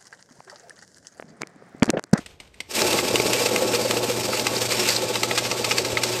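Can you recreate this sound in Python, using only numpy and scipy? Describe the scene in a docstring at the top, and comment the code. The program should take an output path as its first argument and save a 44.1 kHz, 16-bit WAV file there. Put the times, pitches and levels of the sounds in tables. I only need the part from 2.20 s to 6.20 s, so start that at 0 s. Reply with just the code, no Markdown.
"""A soft rustle and a few clicks, close by: a hand settles a stack in a banknote counter on a counter top.
Then the motor starts, and rollers rattle the plastic case over a mains hum and a gear whine.
About fifteen notes a second rub off the stack and snap into the stacker with a chug.
The case booms less as the tray fills, and a small hard room answers."""
import sys
import numpy as np
from scipy import signal
from scipy.fft import rfft, irfft
from scipy.io import wavfile
from scipy.ndimage import uniform_filter1d

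SR = 44100
rng = np.random.default_rng(int(sys.argv[2]) if len(sys.argv) > 2 else 0)


def bounce(signal):
    """Save signal as a 16-bit WAV file at the path given by the first command-line argument."""
    frames = np.transpose(np.atleast_2d(signal))
    limited = np.clip(frames, -1, 1)
    pcm = np.round(limited * 32767).astype(np.int16)
    wavfile.write(sys.argv[1], SR, pcm)


N = 176400

# notes snapping into the stacker: start_s, level_db, treble_db, ring_hz, decay_s, top_db
# (levels are relative: treble to the snap's body, top to its treble)
SNAPS = [(0.6173, -10, 0.5, 2340, 0.0017, -4), (0.7297, -8.5, -9.5, 3740, 0.0027, -5),
         (0.7883, -6.5, -10, 2470, 0.0016, -6), (0.9564, -3.5, -8, 2900, 0.002, -1),
         (0.9981, -9, -28, 2310, 0.0016, 2), (1.1314, -10, -2.5, 2060, 0.0031, -0.5),
         (1.259, -12.5, -2, 2760, 0.006, -6), (1.361, -4, -10, 2430, 0.0018, 1),
         (1.5336, -14, -14, 2440, 0.0069, -3), (1.547, -12.5, -1, 4980, 0.0091, -10),
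         (1.7091, -8.5, -7.5, 2610, 0.002, 5), (1.7693, -13, -8, 2970, 0.0035, -3),
         (2.1323, -11.5, -32, 1270, 0.0036, 0), (2.1952, -13, -2.5, 3900, 0.0037, -7),
         (2.2667, -6.5, -5, 2560, 0.0027, 0), (2.364, -25.5, 12, 5460, 0.0018, -18),
         (2.5205, -8.5, -11, 4560, 0.0029, -3), (2.6873, -10, 0.5, 4300, 0.0045, 3),
         (2.7025, -17, 5, 4500, 0.0027, -12), (2.7618, -22.5, 12, 4680, 0.0045, -7),
         (2.9553, -9.5, -6, 3830, 0.0051, -2.5), (3.032, -6.5, -3.5, 2240, 0.0035, -1),
         (3.1106, -9, -23, 2010, 0.003, -13), (3.1755, -9, -2.5, 2060, 0.011, 1),
         (3.2501, -14, -3.5, 2500, 0.0055, -13), (3.3127, -11, -2, 2540, 0.0046, -6),
         (3.4437, -11.5, -1.5, 2620, 0.0066, -1), (3.5099, -7, -5.5, 2300, 0.0097, -16),
         (3.5813, -7.5, -2.5, 4500, 0.0053, -1.5), (3.6479, -14, -4, 4270, 0.0051, -2),
         (3.7713, -4, -49, 2070, 0.0057, -4), (3.8331, -10, -1, 2370, 0.006, 1)]
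# the rubbing as heard, with the highs stepping down above 9 kHz: frequency_hz, gain_db
RUB_COLOUR = [(30, -13), (300, -6.5), (1000, -1), (1750, -0.5), (2100, -0.5), (2700, -0.5), (3250, 1),
              (4000, 3.5), (4500, 0), (5300, -2.5), (6300, -1), (7700, 0), (8500, -1.5), (9500, -15),
              (14000, -8.5)]
SNAP_TRIM_DB, TRAY_KNOCK_HZ = -9, 436


def undb(db):
    """Decibels to gain."""
    return 10 ** (np.asarray(db) / 20)


def unit(x):
    """Scale to rms 1."""
    return x / np.sqrt(np.mean(x ** 2))


def burst(x):
    """Scale so that the loudest 4 ms have rms 1."""
    return x / np.sqrt(uniform_filter1d(x ** 2, size=176).max())


def fader(t, points):
    """Gain riding along (time_s, level_db) points."""
    return undb(np.interp(t, *np.array(points).T))


def wander(per_s):
    """Smooth random drift, rms 1."""
    hold = int(SR / per_s)
    steps = rng.standard_normal(2048)[np.arange(N) // hold]
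    return unit(uniform_filter1d(uniform_filter1d(steps, hold), hold))


def ring(x, hz, width_hz):
    """One resonance, gain 1 at its centre."""
    return signal.lfilter(*signal.iirpeak(hz, hz / width_hz, fs=SR), x)


def noise_band(size, hz, width_hz):
    """Noise in a steep resonance, rms 1."""
    return unit(ring(ring(rng.standard_normal(size), hz, width_hz), hz, width_hz))


def colour(x, points):
    """Minimum-phase EQ through (frequency_hz, gain_db) points: nothing rings ahead of a click."""
    hz, db = np.array(points).T
    size = 2048
    log_hz = np.log(np.fft.rfftfreq(size, 1 / SR) + 1)
    gain = undb(np.interp(log_hz, np.log(hz), db))
    cepstrum = irfft(np.log(gain))
    cepstrum[1:size // 2] *= 2
    cepstrum[size // 2:] = 0
    impulse = irfft(np.exp(rfft(cepstrum)))[:size // 2]
    return signal.fftconvolve(x, impulse)[:len(x)]


def grains(per_s, size):
    """Tiny clicks of random strength at random moments, rms 1."""
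    return unit(rng.standard_normal(size) * (rng.random(size) < per_s / SR))


def add(out, start_s, x):
    """Mix a sound in at its cue."""
    i = int(start_s * SR)
    out[i:i + len(x)] += x[:len(out) - i]


def thumps(t, cues, pitch_hz, length_s):
    """Short dull blows of a few cycles, one for each (start_s, level_db) cue."""
    out, u = np.zeros(N), t[:SR // 10]
    blow = burst(np.sin(2 * np.pi * pitch_hz * u) * u * np.exp(-2 * u / length_s))
    for start_s, level_db in cues:
        add(out, start_s, undb(level_db) * blow)
    return out


def feed_cycle(t, notes_per_s=14.7):
    """The load swings once a note from the first snap to the last; quiet notes fill the gaps."""
    snap_times = np.sort([row[0] for row in SNAPS])
    notes_per_gap = np.round(np.diff(snap_times) * notes_per_s)
    notes_fed = np.concatenate([[0], np.cumsum(notes_per_gap)])
    return np.sqrt(2) * np.cos(2 * np.pi * np.interp(t, snap_times, notes_fed))


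def loading(t):
    """The stack rustles softly under the hand and clicks against the hopper."""
    # the hand sliding on the stack: time_s, level_db
    hand_levels = [(0, -42), (.05, -55.5), (.11, -51), (.19, -66), (.21, -50.5), (.32, -64), (.36, -57),
                   (.48, -57), (.6, -75)]
    # the rustle as heard, with the highs stepping down above 9 kHz: frequency_hz, gain_db
    hand_colour = [(200, 4.5), (1400, -5.5), (2400, -1), (4500, -6.5), (8700, -13), (9600, -21),
                   (14000, -21)]
    # the stack tapping the hopper: start_s, level_db
    taps = [(0.0605, -35), (0.2004, -36), (0.274, -54), (0.3412, -47), (0.4030, -24.5)]
    # a tap as heard, with the highs stepping down above 9 kHz: frequency_hz, gain_db
    tap_colour = [(30, -31), (150, 0), (900, -1.5), (1500, -5), (2200, 9), (3200, 3), (3700, 2),
                  (5000, -0.5), (7000, -8), (8700, 2), (9600, -16), (14000, -18)]
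    out = unit(colour(grains(per_s=14000, size=N), hand_colour)) * fader(t, hand_levels)
    u, tap_decay_s = t[:SR // 10], 0.0033
    for start_s, level_db in taps:
        click = rng.standard_normal(len(u)) * np.sqrt(u) * np.exp(-u / tap_decay_s)
        add(out, start_s, undb(level_db) * burst(colour(click, tap_colour)))
    return out


def rollers(t, trim_db=-0.5):
    """Rollers and stacker vanes pepper the plastic case with tiny blows that set it rattling."""
    # resonances of the case: pitch_hz, width_hz, gain_db
    case_modes = [(221, 55, -5), (372.4, 41.3, 1.5), (434, 71.4, -1), (497.4, 89, -1.5), (621, 84, -4.5),
                  (871, 62, -6), (1119, 23, -8.5), (1334, 29, -12.5), (1650, 43, -25.5)]
    # the rattle, easing as the tray fills: time_s, level_db (before the trim)
    rattle_levels = [(.45, -83), (.5, -42.5), (.57, -28), (.63, -23.5), (1.0, -25), (1.2, -26.5),
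                     (1.45, -25.5), (2.3, -29), (4, -31)]
    blows = grains(per_s=900, size=N)
    case = sum((-1) ** k * undb(gain_db) * ring(blows, hz, width_hz)  # modes alternate in polarity
               for k, (hz, width_hz, gain_db) in enumerate(case_modes))
    return unit(case) * fader(t, rattle_levels) * undb(trim_db)


def rubbing(t):
    """Paper hisses and crackles as each note is pulled off the stack, ringing now one guide, now another."""
    # paper running through the rollers: time_s, level_db
    rub_levels = [(.46, -84), (.5, -39), (.535, -35.5), (.555, -24), (.64, -24.5), (.76, -24), (.85, -27.5),
                  (1.1, -25), (1.35, -28), (1.8, -29), (2.3, -29), (2.48, -26), (2.7, -22.5), (2.8, -28.5),
                  (2.95, -30), (3.4, -30), (4, -30)]
    # resonances of the paper guides: pitch_hz
    guide_pitches = [2390, 2660, 4530, 4840, 5320]
    crackle_db, pulse_db, flicker_db = -4, 1.1, 1.9
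    guide_db, guide_waver_db = -6, 4
    friction = rng.standard_normal(N) + undb(crackle_db) * grains(per_s=1500, size=N)
    force = friction * undb(pulse_db * feed_cycle(t) + flicker_db * wander(per_s=110))
    guides = sum(ring(force * undb(guide_waver_db * wander(per_s=40.1)), hz, width_hz=190)
                 for hz in guide_pitches)
    rub = unit(unit(colour(force, RUB_COLOUR)) + undb(guide_db) * unit(guides))
    hiss = signal.sosfiltfilt(signal.butter(6, 8800, "high", fs=SR, output="sos"), rub)
    hiss_lift = fader(t, [(2.0, 3), (2.8, 0.5)])  # the top softens partway through the run
    return (rub + hiss * (hiss_lift - 1)) * fader(t, rub_levels)


def motor(t, start_s=0.54, spin_up_s=0.11):
    """Mains hum, bearing rumble and wavering gear tones fade in; the gears throb with each note."""
    # gear whine: pitch_hz, level_db
    gear_tones = [(366, -42.5), (501.5, -42), (673, -50), (911, -49)]
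    hum_hz, hum_db, hum_waver_db, rumble_db = 119.4, -41.5, 0.5, -48.5
    speed_jitter, gear_waver_db, throb_db, throb_lag_s = 0.011, 3.5, 3.2, 0.008
    hum = np.sqrt(2) * undb(hum_db + hum_waver_db * wander(per_s=12)) * np.sin(2 * np.pi * hum_hz * t)
    gear_time = np.cumsum(1 + speed_jitter * wander(per_s=70)) / SR
    load = feed_cycle(t - throb_lag_s)
    whine = np.zeros(N)
    for hz, level_db in gear_tones:
        swell = undb(gear_waver_db * wander(per_s=30) + throb_db * load)
        whine += undb(level_db) * unit(swell * np.sin(2 * np.pi * hz * gear_time))
    rumble = undb(rumble_db) * noise_band(N, hz=108, width_hz=40)
    return (hum + rumble + whine) * np.clip((t - start_s) / spin_up_s, 0, 1)


def drags(t, below_snap_db=22, rise_s=0.0043):
    """A note scrapes louder for a moment until it snaps free."""
    out, u = np.zeros(N), t[:SR // 20]
    swell = np.exp((u - u[-1]) / rise_s)
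    for snap_s, level_db, *_ in SNAPS:
        scrape = burst(colour(rng.standard_normal(len(u)) * swell, RUB_COLOUR))
        add(out, snap_s - u[-1], undb(level_db + SNAP_TRIM_DB - below_snap_db) * scrape)
    return out


def snaps(t):
    """A note cracks taut in a cluster of clicks, rings briefly, strikes the tray and slides to rest."""
    # tone of a snap's body: frequency_hz, gain_db
    body_colour = [(30, -35), (200, -21), (900, 3), (1700, -5), (2300, 2.5), (2900, 1), (3900, 4),
                   (5000, -1.5), (14000, -43)]
    # its crisp edge as heard, with the highs stepping down above 9 kHz: frequency_hz, gain_db
    edge_colour = [(2000, -23.5), (3600, 2.5), (4400, 17), (6200, 8.5), (8300, 8), (9500, -7.5),
                   (14000, -4.5)]
    # resonances of the stacker tray: pitch_hz, width_hz, gain_db
    tray_modes = [(910, 82, -2), (1173, 47, 5.5), (1282, 81, 3.5), (1615, 87, 3.5), (2080, 85, 8),
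                  (2500, 80, 4.5), (2640, 150, 1.5)]
    rise_s, slide_s, slide_db = 0.00075, 0.016, -24.5
    tray_db, edge_lift_db, thud_db = -1.5, 3.5, -16.5
    pop_width_hz, thud_width_hz = 350, 270
    out, u = np.zeros(N), t[:SR // 10]
    attack = np.minimum(u / rise_s, 1)
    since_peak = np.maximum(u - 2 * rise_s, 0)
    slide = undb(slide_db) * np.exp(-since_peak / slide_s)
    for start_s, level_db, treble_db, ring_hz, decay_s, top_db in SNAPS:
        release = np.exp(-(since_peak / decay_s) ** 2 / 2)
        crack = grains(per_s=9000, size=len(u)) * attack * (release + slide)
        tray = burst(sum(undb(db) * ring(crack, hz, width_hz) for hz, width_hz, db in tray_modes))
        pop = burst(np.sin(2 * np.pi * ring_hz * u) * u * np.exp(-np.pi * pop_width_hz * u))
        pop_db = 1.5 - 0.18 * treble_db  # duller snaps ring more
        body = burst(burst(colour(crack, body_colour)) + undb(tray_db) * tray + undb(pop_db) * pop)
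        top_shelf = [(5030, 0), (7500, top_db)]
        edge = colour(burst(colour(crack, edge_colour)), top_shelf)
        thud = burst(ring(ring(crack, TRAY_KNOCK_HZ, thud_width_hz), TRAY_KNOCK_HZ, thud_width_hz))
        snap = body + undb(treble_db + edge_lift_db) * edge + undb(thud_db) * thud
        add(out, start_s, undb(level_db + SNAP_TRIM_DB) * snap)
    return out


def bumps(t):
    """Two dull low bumps, one early in the run and one late."""
    # low bumps: start_s, level_db
    cues = [(.655, -40), (3.724, -34)]
    return thumps(t, cues, pitch_hz=88, length_s=0.014)


def landings(t, pitch_hz=505, pitch_spread=0.035, rise_s=0.011):
    """The chug: a note swishes into the stacker, which swells into a short, rough ring."""
    # notes thumping the stacker: start_s, level_db (before the trim)
    cues = [(0.728, -24), (0.826, -27), (0.9, -26), (1.141, -21.5), (1.203, -21.5), (1.249, -25.5),
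            (1.307, -20.5), (1.371, -28), (1.414, -15.5), (1.468, -21.5), (1.531, -18), (1.584, -19),
            (1.65, -19), (1.699, -30), (1.762, -20), (1.826, -18.5), (1.893, -18), (1.956, -24),
            (2.076, -25), (2.138, -28), (2.325, -23.5), (2.41, -21.5), (2.503, -39), (2.68, -24.5),
            (2.742, -26), (2.825, -19.5), (2.893, -26), (2.948, -29), (3.038, -25), (3.103, -28),
            (3.169, -26.5), (3.253, -30), (3.387, -23.5), (3.456, -33), (3.513, -30), (3.587, -23.5),
            (3.653, -29), (3.713, -23.5), (3.837, -29), (3.954, -30)]
    trim_db, rough_db, swish_db = -1.5, -9, -30
    out, u = np.zeros(N), t[:SR // 10]
    swell = (u / rise_s) ** 2 * np.exp(-2 * u / rise_s)
    for start_s, level_db in cues:
        hz = pitch_hz * (1 + pitch_spread * rng.standard_normal())
        tone = np.sqrt(2) * np.sin(2 * np.pi * (hz * u + rng.random()))
        roughness = undb(rough_db) * noise_band(len(u), hz, width_hz=hz)
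        chug = burst(swell * (tone + roughness))
        swish = burst(colour(swell * rng.standard_normal(len(u)), RUB_COLOUR))
        add(out, start_s, undb(level_db + trim_db) * chug + undb(swish_db) * swish)
    return out


def knocks(t):
    """Early notes knock on the nearly empty tray."""
    # knocks on the tray: start_s, level_db
    cues = [(.942, -12.5), (1, -13), (1.0578, -14.5)]
    return thumps(t, cues, TRAY_KNOCK_HZ, length_s=0.0025)


def room(dry, t, wet_db=-16.5, t60_s=0.24, predelay_s=0.0021, air_db=-57):
    """The wall and counter top add dense reflections, over a faint bed of room tone."""
    # room tone: frequency_hz, gain_db
    air_colour = [(25, -9), (65, 18), (250, 1), (450, 8), (1500, -12), (6000, -33), (14000, -50)]
    u = t[:SR // 2]
    tail = grains(per_s=4000, size=len(u)) * undb(-60 * u / t60_s) * (u > predelay_s)
    reflections = signal.fftconvolve(dry, tail / np.linalg.norm(tail))[:N]
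    air = unit(colour(rng.standard_normal(N), air_colour))
    return dry + undb(wet_db) * reflections + undb(air_db) * air


def scene():
    """Machine and hand in the room, the same in both ears."""
    t = np.arange(N) / SR
    machine = motor(t) + rollers(t) + bumps(t) + landings(t) + knocks(t)
    paper = rubbing(t) + drags(t) + snaps(t) + loading(t)
    mix = room(machine + paper, t)
    return np.array([mix, mix])


def record(dry):
    """A steep low-pass takes off the very top."""
    cutoff_hz = 13950
    return signal.sosfilt(signal.ellip(12, .2, 80, cutoff_hz, fs=SR, output="sos"), dry)


dry = scene()
out = record(dry)
bounce(out)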